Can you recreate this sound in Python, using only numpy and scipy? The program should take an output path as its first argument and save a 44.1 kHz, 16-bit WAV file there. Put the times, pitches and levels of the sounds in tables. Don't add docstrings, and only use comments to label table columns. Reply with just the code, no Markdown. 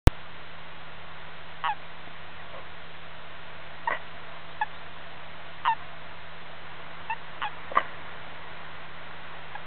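import sys
import numpy as np
from scipy import signal
from scipy.fft import rfft, irfft
from scipy.io import wavfile

SR = 44100
rng = np.random.default_rng(int(sys.argv[2]) if len(sys.argv) > 2 else 0)


def bounce(signal):
    frames = np.transpose(np.atleast_2d(signal))
    limited = np.clip(frames, -1, 1)
    pcm = np.round(limited * 32767).astype(np.int16)
    wavfile.write(sys.argv[1], SR, pcm)


N = 426006


def gain_of(db):
    return 10 ** (np.asarray(db) / 20)


def unit_rms(x):
    return x / np.sqrt(np.mean(x ** 2) + 1e-20)


def add(mix, start_s, sound):
    part = mix[round(start_s * SR):][:len(sound)]
    part += sound[:len(part)]


def noise(spectrum):
    hz, db = np.transpose(spectrum)
    shape_db = np.interp(np.log(np.fft.rfftfreq(N, 1 / SR) + 1), np.log(hz), db)
    return unit_rms(irfft(rfft(rng.standard_normal(N)) * gain_of(shape_db), N))


def wander(t, rate_hz):
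    rates = rate_hz * np.geomspace(1 / 10, 1, 20)
    return sum(np.sin(2 * np.pi * (hz * t + rng.random())) for hz in rates) / np.sqrt(10)


def low_pass(x, hz, taps):
    return signal.oaconvolve(x, signal.firwin(taps, hz, window=("kaiser", 9), fs=SR), "same")


# frequency_hz, density_db
AIR_SPECTRUM = [(60, -8.5), (250, -10.5), (520, -7.5), (690, -1.5), (790, -5.5), (900, -3), (1080, -1.5),
                (1260, -5.5), (1430, -2), (1650, -5.5), (1900, -3.5), (2300, -8.5), (3200, -19),
                (4200, -33)]
# time_s, level_db
AIR_LEVELS = [(0, -47), (3.0, -47), (4.2, -46), (6.4, -46.5), (7.65, -44), (7.9, -42.5), (8.4, -44.5),
              (9.66, -45)]


def pond_air(swell_db=-0.35):
    t = np.arange(N) / SR
    air = noise(AIR_SPECTRUM)
    return air * gain_of(np.interp(t, *np.transpose(AIR_LEVELS)) + swell_db * wander(t, 6))


# pitch_hz, rms_db
HUM_TONES = [(86.1, -60), (129.2, -68.5), (161.5, -57)]
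# frequency_hz, density_db; then its overall rms
HISS, HISS_DB = [(20, 8), (200, -6.5), (600, 1.5), (2000, -1), (3000, 2), (3700, 0), (4400, -4)], -45.5


def self_noise():
    t = np.arange(N) / SR
    hum = sum(np.sqrt(2) * gain_of(db) * np.sin(2 * np.pi * (hz * t + rng.random()))
              for hz, db in HUM_TONES)
    return gain_of(HISS_DB) * noise(HISS) + hum


# time_s, pitch_hz, rms_db
MOTOR_TRACK = [(2.9, 622, -71), (3.3, 644, -58.5), (3.7, 664, -59), (5.4, 680, -62.5), (6.0, 667, -60.5),
               (7.6, 680.5, -67)]


def far_motor(waver_hz=5, fading_db=3):
    times, hz, db = np.transpose(MOTOR_TRACK)
    t = np.arange(times[0], times[-1], 1 / SR)
    phase = 2 * np.pi * np.cumsum(np.interp(t, times, hz) + waver_hz * wander(t, 25)) / SR
    level = gain_of(np.interp(t, times, db) + fading_db * wander(t, 13))
    return times[0], np.sqrt(2) * level * np.sin(phase)


# start_s, length_s, rms_db, first_hz, last_hz
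BIRD_WHISTLES = [(4.459, .095, -60, 3210, 4200), (4.717, .095, -58, 3280, 4300)]


def bird_whistle(length_s, rms_db, first_hz, last_hz):
    hz = np.linspace(first_hz, last_hz, round(length_s * SR))
    tone = np.sin(2 * np.pi * np.cumsum(hz) / SR) * signal.windows.tukey(len(hz), .5)
    return gain_of(rms_db) * unit_rms(tone)


# frequency_hz, level_db, t60_s
CASE_MODES = [(340, -29, 0.018), (672, -3.5, 0.015), (1096, 2, 0.015), (1434, -4.5, 0.013),
              (1542, -9.5, 0.03), (1924, -1, 0.016), (2170, -13.5, 0.0064), (2860, -19, 0.015)]
# start_s, peak_db, tilt_db_per_octave
GRIP_KNOCKS = [(2.074, -35.5, -23), (3.9066, -13.5, -2.5), (3.9237, -21, 0.5), (3.9297, -20.5, -2),
               (3.9478, -25, 13), (7.7167, -25.5, -14), (7.7544, -17, -1), (7.7707, -10.5, -5),
               (7.7836, -14, -3.5), (7.8035, -23, 17)]


def case_knock(peak_db, tilt_db, rise_s=0.00068):
    t = np.arange(SR // 20) / SR
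    ring = sum(gain_of(db + tilt_db * np.log2(hz) - 60 * t / t60) * np.sin(2 * np.pi * hz * t)
               for hz, db, t60 in CASE_MODES)
    ring *= 1 - np.exp(-t / rise_s)
    return gain_of(peak_db) * ring / abs(ring).max()


# start_s, length_s, rms_db, tilt_db_per_octave
FINGER_RUBS = [(2.39, 0.037, -52, 11), (2.518, 0.088, -47, -9), (3.878, 0.023, -35.5, -3),
               (3.909, 0.036, -30, 1), (3.928, 0.0494, -40, 8), (5.785, 0.05, -46.5, -5.5),
               (6.493, 0.019, -48.5, -11), (6.793, 0.018, -46.5, -7), (7.751, 0.048, -29, 3.5),
               (7.79, 0.036, -37.5, -6), (7.809, 0.064, -46.5, 4)]


def finger_rub(length_s, rms_db, tilt_db, slips_per_s=1500, spread_db=4):
    count = round(length_s * SR)
    slips = (rng.random(count) < slips_per_s / SR) * rng.choice([-1, 1], count)
    strength = gain_of(spread_db * rng.standard_normal(count)) * signal.windows.tukey(count, .5)
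    sound = signal.fftconvolve(slips * strength, case_knock(0, tilt_db))
    return gain_of(rms_db) * sound / (np.std(sound[:count]) + 1e-9)


# start_s, length_s, rms_db, pitch_hz, octave_db
SKIN_SQUEAKS = [(2.531, 0.085, -47, 536, -5.5), (3.927, 0.049, -44, 647, -31),
                (7.7146, 0.013, -35, 538, -6), (7.7714, 0.0086, -15.5, 1098, -34),
                (7.779, 0.022, -42.5, 3000, -30)]


def skin_squeak(length_s, rms_db, pitch_hz, octave_db, waver_hz=25, flutter_db=2.2):
    t = np.arange(round(length_s * SR)) / SR
    phase = 2 * np.pi * np.cumsum(pitch_hz + waver_hz * wander(t, 160)) / SR
    tone = np.sin(phase) + gain_of(octave_db) * np.sin(2 * phase)
    tone *= gain_of(flutter_db * wander(t, 120))
    return gain_of(rms_db) * unit_rms(tone * signal.windows.tukey(len(t), .7))


# frequency_hz, swell_s, level_db
RING_MODES = [(1370, 0.0027, -13), (1863, 0.0014, -8.5), (2904, 0.00099, -9)]


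def toad_pulse(peak_db, cord_hz, ring_db, open_s=0.0039):
    t = np.arange(SR // 80) / SR
    opening = np.sin(np.pi * np.minimum(t / open_s, 1) ** .75) ** 2
    pulse = opening * np.sin(2 * np.pi * cord_hz * t)
    for hz, swell_s, mode_db in RING_MODES:
        swell = (t / swell_s * np.exp(1 - t / swell_s)) ** 2
        pulse += gain_of(mode_db + ring_db) * swell * np.sin(2 * np.pi * hz * t)
    return gain_of(peak_db) * pulse / abs(pulse).max()


# start_s, length_s, pulses_per_s, peak_db, cord_hz, ring_db
TOAD_RASPS = [(1.6392, 0.042, 160.3, -15.5, 1100, -1.5), (5.6512, 0.028, 153, -14, 1160, -2),
              (7.4180, .026, 134, -17, 1158, 1.5)]


def toad_rasp(length_s, pulses_per_s, peak_db, cord_hz, ring_db, swell_db=1.5, sag_hz_per_s=1400):
    ages = np.arange(0, length_s, 1 / pulses_per_s)
    onsets = ages + .0001 * rng.standard_normal(len(ages))
    peaks_db = peak_db + swell_db * (np.sin(np.pi * ages / length_s) - .5)
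    return [(onset_s, toad_pulse(db, cord_hz - sag_hz_per_s * age, ring_db))
            for age, onset_s, db in zip(ages, onsets, peaks_db)]


# second_db, third_db, fourth_db
CLOSING_CHANGE_DB = [7, -7, 2.5]
# start_s, length_s, level_db, fade_db, opening_hz,
# settled_hz, closing_hz, second_db, third_db, fourth_db, stutter_s (harmonics relative to the first)
TOAD_CHIRPS = [(1.6828, 0.055, -24.5, -13, 992, 864, 794, -12, -14.5, -23, 0.0054),
               (3.8728, 0.02, -20, -12, 1054, 887, 960, -6.5, -22, -36, 0),
               (4.6114, 0.031, -21.5, -12, 1040, 803, 876, -4.5, -16, -22, 0),
               (5.6736, 0.067, -20, -10.5, 1069, 904, 890, -14, -16, -27, 0.008),
               (7.0965, .046, -28, -6, 917, 850, 947, -9, -6.5, -29, 0.0014),
               (7.4433, 0.043, -28.5, -12, 960, 828, 826, -8.5, -7.5, -13.5, .007),
               (9.5498, .018, -33, -10, 990, 800, 840, -3, -11, -16, 0)]


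def toad_chirp(length_s, level_db, fade_db, opening_hz, settled_hz, closing_hz,
               second_db, third_db, fourth_db, stutter_s,
               stutter_hz=195, jitter=0.0061, shimmer_db=0.16, drift_db=2.0, release_s=0.0063):
    t = np.arange(round(length_s * SR)) / SR
    progress = t / length_s
    relaxing_hz = (opening_hz - settled_hz) * np.exp(-progress / .13)
    hz = settled_hz + relaxing_hz + (closing_hz - settled_hz) * progress
    phase = 2 * np.pi * np.cumsum(hz * (1 + jitter * wander(t, 400))) / SR
    tone = np.sin(phase)
    build_up = 1 - np.exp(-t / 0.0025)
    for k, harmonic_db, closing_db in zip([2, 3, 4], [second_db, third_db, fourth_db], CLOSING_CHANGE_DB):
        colour_db = harmonic_db + closing_db * progress ** 2.9 + drift_db * wander(t, 120)
        tone += gain_of(colour_db) * build_up ** (k / 2) * np.sin(k * phase)
    stutter_depth = np.exp(-(t / (stutter_s + 1e-9)) ** 2)
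    gate = 1 - stutter_depth * np.cos(np.pi * stutter_hz * t) ** 4
    attack_s = .5 / stutter_hz if stutter_s > 0 else 0.0035
    edges = np.minimum(t / attack_s, 1) * np.minimum((length_s - t) / release_s, 1)
    breath_db = level_db + fade_db * progress ** 1.75
    level = gain_of(breath_db + shimmer_db * wander(t, 300))
    return np.sqrt(2) * level * edges * gate * tone


def scene():
    mix = pond_air() + self_noise()
    add(mix, *far_motor())
    for table, source in [(BIRD_WHISTLES, bird_whistle), (GRIP_KNOCKS, case_knock),
                          (FINGER_RUBS, finger_rub), (SKIN_SQUEAKS, skin_squeak),
                          (TOAD_CHIRPS, toad_chirp)]:
        for start_s, *settings in table:
            add(mix, start_s, source(*settings))
    for start_s, *settings in TOAD_RASPS:
        for onset_s, pulse in toad_rasp(*settings):
            add(mix, start_s + onset_s, pulse)
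    return mix[None]


def record(dry):
    switch_on_s, pop_length_s, pop_depth, rest_offset = .07256, .00492, .72, .021
    t = np.arange(N) / SR
    voltage = rest_offset + np.where(t < switch_on_s + pop_length_s, -pop_depth, dry[0])
    narrow = low_pass(voltage, hz=4080, taps=191) * (t >= switch_on_s)
    return low_pass(narrow, hz=16900, taps=511)[None]


dry = scene()
out = record(dry)
bounce(out)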